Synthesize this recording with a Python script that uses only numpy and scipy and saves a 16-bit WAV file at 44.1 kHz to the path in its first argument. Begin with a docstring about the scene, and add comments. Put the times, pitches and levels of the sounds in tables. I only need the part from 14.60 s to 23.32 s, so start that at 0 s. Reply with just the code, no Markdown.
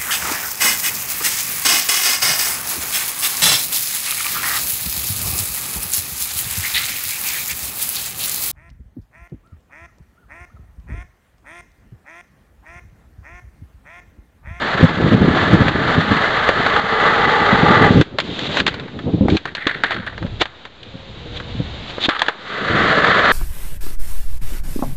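"""A concrete court in the open air: a skateboard rolls near, pops onto a wooden box, slips off and clatters.
The rider picks it up, throws it down and rolls away; wind buffets the microphone and a far dove coos.
Noise excites the deck's resonances for rolling and knocks; filtered noise makes grit, scrapes, wind and air.
Short swings make buffets, decaying sines the thuds and plain sines the dove; the microphone input overloads."""
import sys
import numpy as np
from scipy import signal
from scipy.fft import rfft, irfft
from scipy.io import wavfile
from scipy.ndimage import uniform_filter1d

SR = 44100
rng = np.random.default_rng(int(sys.argv[2]) if len(sys.argv) > 2 else 0)


def file_out(sig):
    """Save sig as 16-bit WAV at sys.argv[1]."""
    # one column per channel
    cols = np.atleast_2d(sig).T
    # limit, then scale
    lim = np.clip(cols, -1, 1)
    pcm = np.round(lim * 32767).astype(np.int16)
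    wavfile.write(sys.argv[1], SR, pcm)


def volts_from_db(level):
    """Convert decibel levels to linear amplitude ratios."""
    exponent = np.asarray(level, float) / 20
    return 10 ** exponent


N = 384552

# relative spectrum of open air and of broad scuffs: frequency_hz, density_db
AIR_SPECTRUM = [(200, 0.5), (500, 1.5), (1000, -3), (2500, -5), (3800, 0.5), (4600, -12), (5400, -24),
                (7200, -23.5), (8200, -40), (10000, -67)]
# relative spectrum of grit and bright contact: frequency_hz, density_db
GRIT_SPECTRUM = [(1500, -3), (2500, 0), (3500, 3.5), (4400, -3.5), (5300, -21), (7200, -20.5), (8200, -35),
                 (9200, -37.5), (10200, -77)]


def evened(x):
    """Normalises the mean power: scales to rms 1."""
    return x / np.sqrt(np.mean(x ** 2) + 1e-20)


def add(mix, s, sound):
    """Superposition: mixes a sound in at time s (seconds)."""
    part = mix[round(s * SR):][:len(sound)]
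    part += sound[:len(part)]


def coloured(x, points):
    """Linear filtering: weights the spectrum of x by a curve of (Hz, dB) points, without phase shift."""
    f, db = np.transpose(points)
    hz = np.fft.rfftfreq(len(x), 1 / SR)
    gain_db = np.interp(np.log(hz + 1), np.log(f + 1), db, -90, -90)
    return irfft(rfft(x) * volts_from_db(gain_db), len(x))


def band(x, lo_hz, hi_hz):
    """Causal band-pass filtering: passes the range between two frequencies."""
    return signal.sosfilt(signal.butter(2, [lo_hz, hi_hz], "bandpass", fs=SR, output="sos"), x)


def ring(x, hz, width_hz):
    """Resonance: two equal resonators in cascade give one steep peak."""
    peak = signal.iirpeak(hz, hz / width_hz, SR)
    return signal.lfilter(*peak, signal.lfilter(*peak, x))


def level(tables, column):
    """Amplitude envelope: gain over the whole scene from dB curves, silence outside them."""
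    gain = np.zeros(N)
    for rows in tables:
        rows = np.array(rows)
        t = np.arange(rows[0, 0], rows[-1, 0], 1 / SR)
        add(gain, t[0], volts_from_db(np.interp(t, rows[:, 0], rows[:, column])))
    return uniform_filter1d(gain, size=130)


def lumpy(span_s, depth_db):
    """Random amplitude modulation: noise whose loudness wanders over span_s."""
    width = max(round(span_s * SR), 2)
    slow = uniform_filter1d(uniform_filter1d(rng.standard_normal(N), width), width)
    return evened(volts_from_db(depth_db * evened(slow)) * rng.standard_normal(N))


def dips():
    """Gain reduction: steady sounds sink at once at listed moments and recover at a constant rate in dB."""
    # sudden dips: time_s, depth_db
    sinks = [(0.299, 5.5), (0.552, 5.5), (1.098, 5.5), (2.201, 6), (3.43, 18), (3.62, 3), (4.78, 7.5),
             (4.93, 10), (5.36, 8), (5.83, 6), (6.08, 5), (7.47, 7.5), (7.7, 11.5)]
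    recovery_db_per_s = 25
    t = np.arange(N) / SR
    each_db = [(t >= s) * (db - recovery_db_per_s * (t - s)) for s, db in sinks]
    down_db = np.max(each_db + [0 * t], axis=0)
    return uniform_filter1d(volts_from_db(-down_db), size=300)


def deck(x, widen, bed_db, load_db=0):
    """Modal resonance: the wooden deck rings at its modes above a broad rumble."""
    # modes of the deck: frequency_hz, width_hz (before widening), level_db, share of the load
    modes = [(442.5, 89, -8.5, 0.93), (828, 130, -8.5, 1), (1188, 122, -10.5, 1.1), (1730, 127, -12, -0.88),
             (1984, 110, -13, 0.81)]
    # relative spectrum of the rumble between the modes: frequency_hz, density_db
    bed = [(150, -14.5), (350, -12), (600, -5), (1000, -6.5), (1300, -2), (2050, -9), (2300, -22.5),
           (3000, -62.5)]
    out = volts_from_db(bed_db) * evened(coloured(x, bed))
    for hz, width_hz, db, share in modes:
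        out = out + volts_from_db(db + share * load_db) * evened(ring(x, hz, widen * width_hz))
    return evened(out)


def rolling():
    """Roughness excitation: concrete shakes the wheels, so deck rumble and grit hiss share the same bumps."""
    # stretches of rolling, nearing then leaving: time_s, rumble_db
    stretches = [
        [(0, -23.5), (.08, -18.5), (.5, -21.5), (.68, -19.5), (.8, -16.5), (.9, -19.5), (1.33, -16.5),
         (1.41, -22), (1.62, -15.5), (1.95, -19), (2.1, -17), (2.5, -14.5), (3.0, -15), (3.26, -11),
         (3.33, -24), (3.415, -27.5)],
        [(7.7, -47), (7.88, -24.5), (7.95, -18), (8.1, -17.5), (8.4, -12), (8.72, -12)],
    ]
    # load on the deck, which shifts the balance of its modes: time_s, load_db
    load = [(0, -9), (1.901, -4.5), (2.4, 6), (3.413, 5.5), (7.7, 3.5), (8.72, -8.5)]
    pebbles_per_s, pebble_db = 49, 15.5  # single stones under the wheels
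    # the hiss has hiss_db at a rumble of roll_db and follows a share of its changes
    hiss_db, hiss_follows, roll_db = -25, 0.55, -14
    # rolling away, a gap opens between the low and the middle rumble
    away_s, gap_hz, gap_width_hz, gap_share = 7.7, 854, 250, 0.84
    t = np.arange(N) / SR

    pebbles = rng.uniform(-1, 1, N) * (rng.random(N) < pebbles_per_s / SR)
    bumps = lumpy(0.01, 1.4) + volts_from_db(pebble_db) * pebbles
    rumble = deck(bumps, 1.18, 7.8, np.interp(t, *np.transpose(load)))
    gap = signal.lfilter(*signal.iirpeak(gap_hz, gap_hz / gap_width_hz, SR), rumble)
    rumble = rumble - gap_share * (t > away_s) * gap

    near = level(stretches, column=1)
    hiss = volts_from_db(hiss_db) * (near / volts_from_db(roll_db)).clip(0) ** hiss_follows
    return near * rumble + hiss * evened(coloured(bumps, GRIT_SPECTRUM))


def wind():
    """Turbulent pressure: a lumpy low flutter over a deep stir, and buffets of a few uneven swings."""
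    # strength of the flutter: time_s, level_db
    flutter_levels = [(0, -31.5), (.6, -10), (.85, -19.5), (1.05, -12), (1.65, -27), (2.8, -26.5),
                      (3.25, -8.5), (3.33, -13), (3.41, -15), (3.44, -20), (3.85, -17.5), (4.3, -34),
                      (4.5, -21), (4.75, -17), (4.8, -34), (5.7, -34), (5.9, -55), (7.0, -36),
                      (7.75, -46.5), (8.15, -19.5), (8.72, -33)]
    # relative spectrum of the flutter: frequency_hz, density_db
    flutter_spectrum = [(20, -22.5), (75, -4.5), (150, 0.5), (260, -2), (450, -6.5), (750, -19.5),
                        (1400, -35), (2500, -80)]
    # strength of the deep stir: time_s, level_db
    stir_levels = [(0, -40), (2.3, -35.5), (3.6, -50.5), (5.2, -48.5), (5.7, -27.5), (6.0, -51.5),
                   (7.0, -28), (7.6, -48), (8.72, -34.5)]
    # single buffets on the microphone, begun 6 ms before: time_s, peak_db
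    jolts = [(0.234, 6.5), (0.446, -3.5), (0.516, -1.5), (0.545, 3), (0.612, 1), (0.935, 6.5), (1.06, -7),
             (1.379, -2), (1.514, 0), (2.928, -2.5), (3.106, -3), (3.231, -2.5), (3.308, -1.5), (3.35, -1),
             (3.373, -1), (3.398, 0), (4.476, -15), (4.539, -2.5), (4.581, -13), (4.612, -1), (4.635, -7),
             (4.725, 0), (4.745, -5), (5.393, -18.5), (5.616, -14.5), (5.642, -9), (6.345, -21),
             (6.952, -17), (7, -6.5), (8.101, -9.5), (8.145, -9)]
    buffet_s, spiky = 0.044, 1.7  # spiky makes the largest swings stand out as jolts

    flutter = level([flutter_levels], column=1) * evened(coloured(lumpy(0.015, 4.1), flutter_spectrum))
    stir = level([stir_levels], column=1) * evened(band(lumpy(0.041, 0.93), 33, 130))
    out = dips() * (flutter + stir)

    t = np.arange(0, buffet_s, 1 / SR)
    window = np.sin(np.pi * (t / buffet_s) ** 0.46) ** 2  # quick rise, slower fall
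    for s, db in jolts:
        pitch, phase = rng.random((2, 4, 1))
        hz = np.array([[90], [150], [240], [400]]) * (1 + .4 * pitch)  # eddies of four sizes pass together
        eddies = volts_from_db([[-3], [0], [-4], [-12]]) * np.sin(2 * np.pi * (hz * t + phase))
        swing = eddies.sum(0) * window
        jolt = np.sinh(spiky * swing / abs(swing).max()) / np.sinh(spiky)
        add(out, s - .006, volts_from_db(db) * jolt)
    return out


def knocks():
    """Impact excitation: bursts of rattling contact drive deck and crack; heavy blows add decaying sines."""
    # knocks of board, wheels and shoes: time_s, deck_db, crack_db
    blows = [(1.082, 0, -17), (1.889, 4.5, -17), (2.063, 4.5, -18.5), (2.099, -9, -23), (2.162, 2.5, -21),
             (3.411, -3, -13.5), (3.585, -1, -15.5), (3.601, -11, -14.5), (3.791, -18, -21),
             (3.97, -3, -15), (4, -2.5, -12), (4.065, -3, -11.5), (4.078, -2, -12), (4.141, -15, -26.5),
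             (4.197, -14.5, -31), (4.28, -19.5, -40), (4.39, -14, -33.5), (4.684, -7, -32), (4.7, -27, -22),
             (4.768, -11.5, -16.5), (4.854, -5, -24), (4.95, -14, -20), (5.069, 0, -14.5),
             (5.236, 2.5, -18.5), (5.307, -4.5, -23), (5.342, -23, -28.5), (5.363, -19, -40),
             (5.428, -14.5, -45), (5.47, -15, -35), (5.525, -19, -47), (5.578, -13, -32.5),
             (5.626, -14, -36), (5.664, -18.5, -40), (5.817, -2.5, -16.5), (5.855, -14.5, -28.5),
             (6.052, -15.5, -32.5), (6.23, -47, -34), (6.8, -15, -32), (7.382, -12, -44), (7.489, 0, -13.5),
             (7.593, -10, -19.5), (7.618, 3, -15), (7.663, -16, -29), (7.683, 2.5, -17)]
    # heavy blows that also thud low in the box or the ground: time_s, peak_db, pitch_hz
    heavy = [(1.892, 3.5, 526), (3.413, 0.5, 304), (4.081, -8.5, 413), (4.684, -0.5, 750),
             (5.067, -6.5, 320), (5.816, -11, 406), (7.382, -9, 524), (7.485, -5, 308)]
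    thud_cycles = 7.3  # to fall by 60 dB
    snap_db, snap_t60_s = -1, 0.013  # the first contact stands out over the rattle
    t = np.arange(SR // 3) / SR

    thuds = np.zeros(N)
    for s, db, hz in heavy:
        add(thuds, s, np.sin(2 * np.pi * hz * t) * volts_from_db(db - 60 * t * hz / thud_cycles))

    # each drive has a quick and a slow decay, given by their times to fall 60 dB
    deck_decay = volts_from_db(-13.0 - 60 * t / 0.053) + volts_from_db(-41.5 - 60 * t / 1.5)
    crack_decay = volts_from_db(0.5 - 60 * t / 0.042) + volts_from_db(-24.5 - 60 * t / 0.35)
    contact = np.minimum(t / 0.0012, 1) * (1 + volts_from_db(snap_db - 60 * t / snap_t60_s))
    drive = np.zeros((2, N))
    for s, deck_db, crack_db in blows:
        rattle = rng.standard_normal(len(t)) * contact
        add(drive[0], s, rattle * volts_from_db(deck_db) * deck_decay)
        add(drive[1], s, rattle * volts_from_db(crack_db) * crack_decay)

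    # impulse responses; the onset removes what the phase-free filter puts ahead of the click
    click = signal.unit_impulse(4096, 1024)
    onset = np.sin(np.pi / 2 * np.clip((np.arange(4096) - 960) / 64, 0, 1)) ** 2
    bodies = [deck(click, 9.0, 31) * onset, coloured(click, GRIT_SPECTRUM)]
    out = thuds
    for force, body in zip(drive, bodies):
        out = out + signal.oaconvolve(force, body / np.linalg.norm(body))[1024:N + 1024]
    return out


def open_air():
    """Ambient noise: many distant sources blend into a gently wandering, coloured hush."""
    # background strength: time_s, level_db
    hush_levels = [(3.3, -28.5), (4.3, -43), (5.2, -38), (6.2, -43.5), (6.7, -38.5), (7.2, -34),
                   (8.0, -31.5)]
    return level([hush_levels], column=1) * evened(coloured(lumpy(0.034, 0.55), AIR_SPECTRUM))


def scrapes():
    """Stick-slip friction: dense slips make scuff and rasp; a rocking board adds resonant, hollow chatter."""
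    # grip tape, shoe or tail swells to a peak and breaks off:
    # start_s, peak_s, peak_db, swell_db, rasp_db (relative to the scuff)
    rubs = [(3.636, 3.877, -25.5, 11, -11), (3.889, 3.998, -17, 12, -33), (4.69, 4.773, -29, 4, -23),
            (5.786, 5.817, -10, 42, -26), (6.717, 6.774, -32, 23, -2), (7.27, 7.308, -28.5, 17, -19),
            (7.403, 7.458, -20.5, 14.5, 4)]
    # the loose board rocks on its wheels after a blow: start_s, length_s, level_db, pitch_hz
    rattles = [(4.062, 0.29, -32, 1950), (4.875, 0.059, -28, 1700), (4.969, 0.23, -23, 1800),
               (5.068, 0.17, -21, 1710), (5.241, 0.11, -18, 1700), (5.31, 0.18, -22.5, 1530),
               (5.465, 0.089, -25, 1600), (7.496, 0.23, -18, 1350)]
    stop_s = 30 / 891  # from peak to break-off
    rattle_fade_db = 21.5  # lost by the end of each

    slips, chatter = lumpy(0.0012, 1.2), lumpy(0.0039, 3.6)
    strokes = []  # time, scuff dB, rasp dB
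    for s, peak, db, swell_db, rasp_db in rubs:
        strokes.append([(s, db - swell_db, db - swell_db + rasp_db),
                        (peak, db, db + rasp_db),
                        (peak + stop_s, db - 43, db - 50)])
    grit = coloured(slips, GRIT_SPECTRUM)
    scuff = evened(coloured(slips, AIR_SPECTRUM))
    rasp = evened(grit + 1.5 * ring(grit, 3570, 1400))
    out = level(strokes, column=1) * scuff + level(strokes, column=2) * rasp

    loose = volts_from_db(-5) * deck(chatter, 0.27, 3.9) + volts_from_db(-4.0) * evened(coloured(chatter, GRIT_SPECTRUM))
    for s, length, db, hz in rattles:
        part = slice(round(s * SR), round((s + length) * SR))
        hollow = evened(ring(chatter[part], hz, 960)) + loose[part]
        fade = volts_from_db(np.linspace(db, db - rattle_fade_db, len(hollow)))
        add(out, s, evened(hollow) * fade)
    return out


def dove():
    """Pure tones: three soft sine notes from far away, each with a rounded start and end."""
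    # notes: start_s, end_s, pitch_hz, level_db
    notes = [(6.2, 6.278, 473, -48), (6.29, 6.554, 538, -44.5), (6.56, 7.007, 481, -41)]
    out = np.zeros(N)
    for start, end, hz, db in notes:
        t = np.arange(0, end - start, 1 / SR)
        add(out, start, volts_from_db(db) * np.sin(2 * np.pi * hz * t) * signal.windows.tukey(len(t), .4))
    return out


def scene():
    """Superposition: everything reaches one microphone in the open air."""
    steady = dips() * (rolling() + open_air() + dove())
    return (steady + scrapes() + knocks() + wind())[None]


def roll_off(x):
    """The treble ends steeply here."""
    return signal.sosfilt(signal.butter(12, 16000, fs=SR, output="sos"), x)


def record(dry):
    """Saturation and low-pass filtering: the input overloads, treble is lost, rare overshoots clip."""
    overloaded = np.clip(dry, -.97, .97)
    dull = signal.sosfilt(signal.butter(8, 9500, fs=SR, output="sos"), overloaded)
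    hiss = volts_from_db(-99.0) * rng.standard_normal(dry.shape)
    finished = np.clip(dull + hiss - .003, -1, 1)  # with a small constant offset
    return roll_off(finished)


dry = scene()
out = record(dry)
file_out(out)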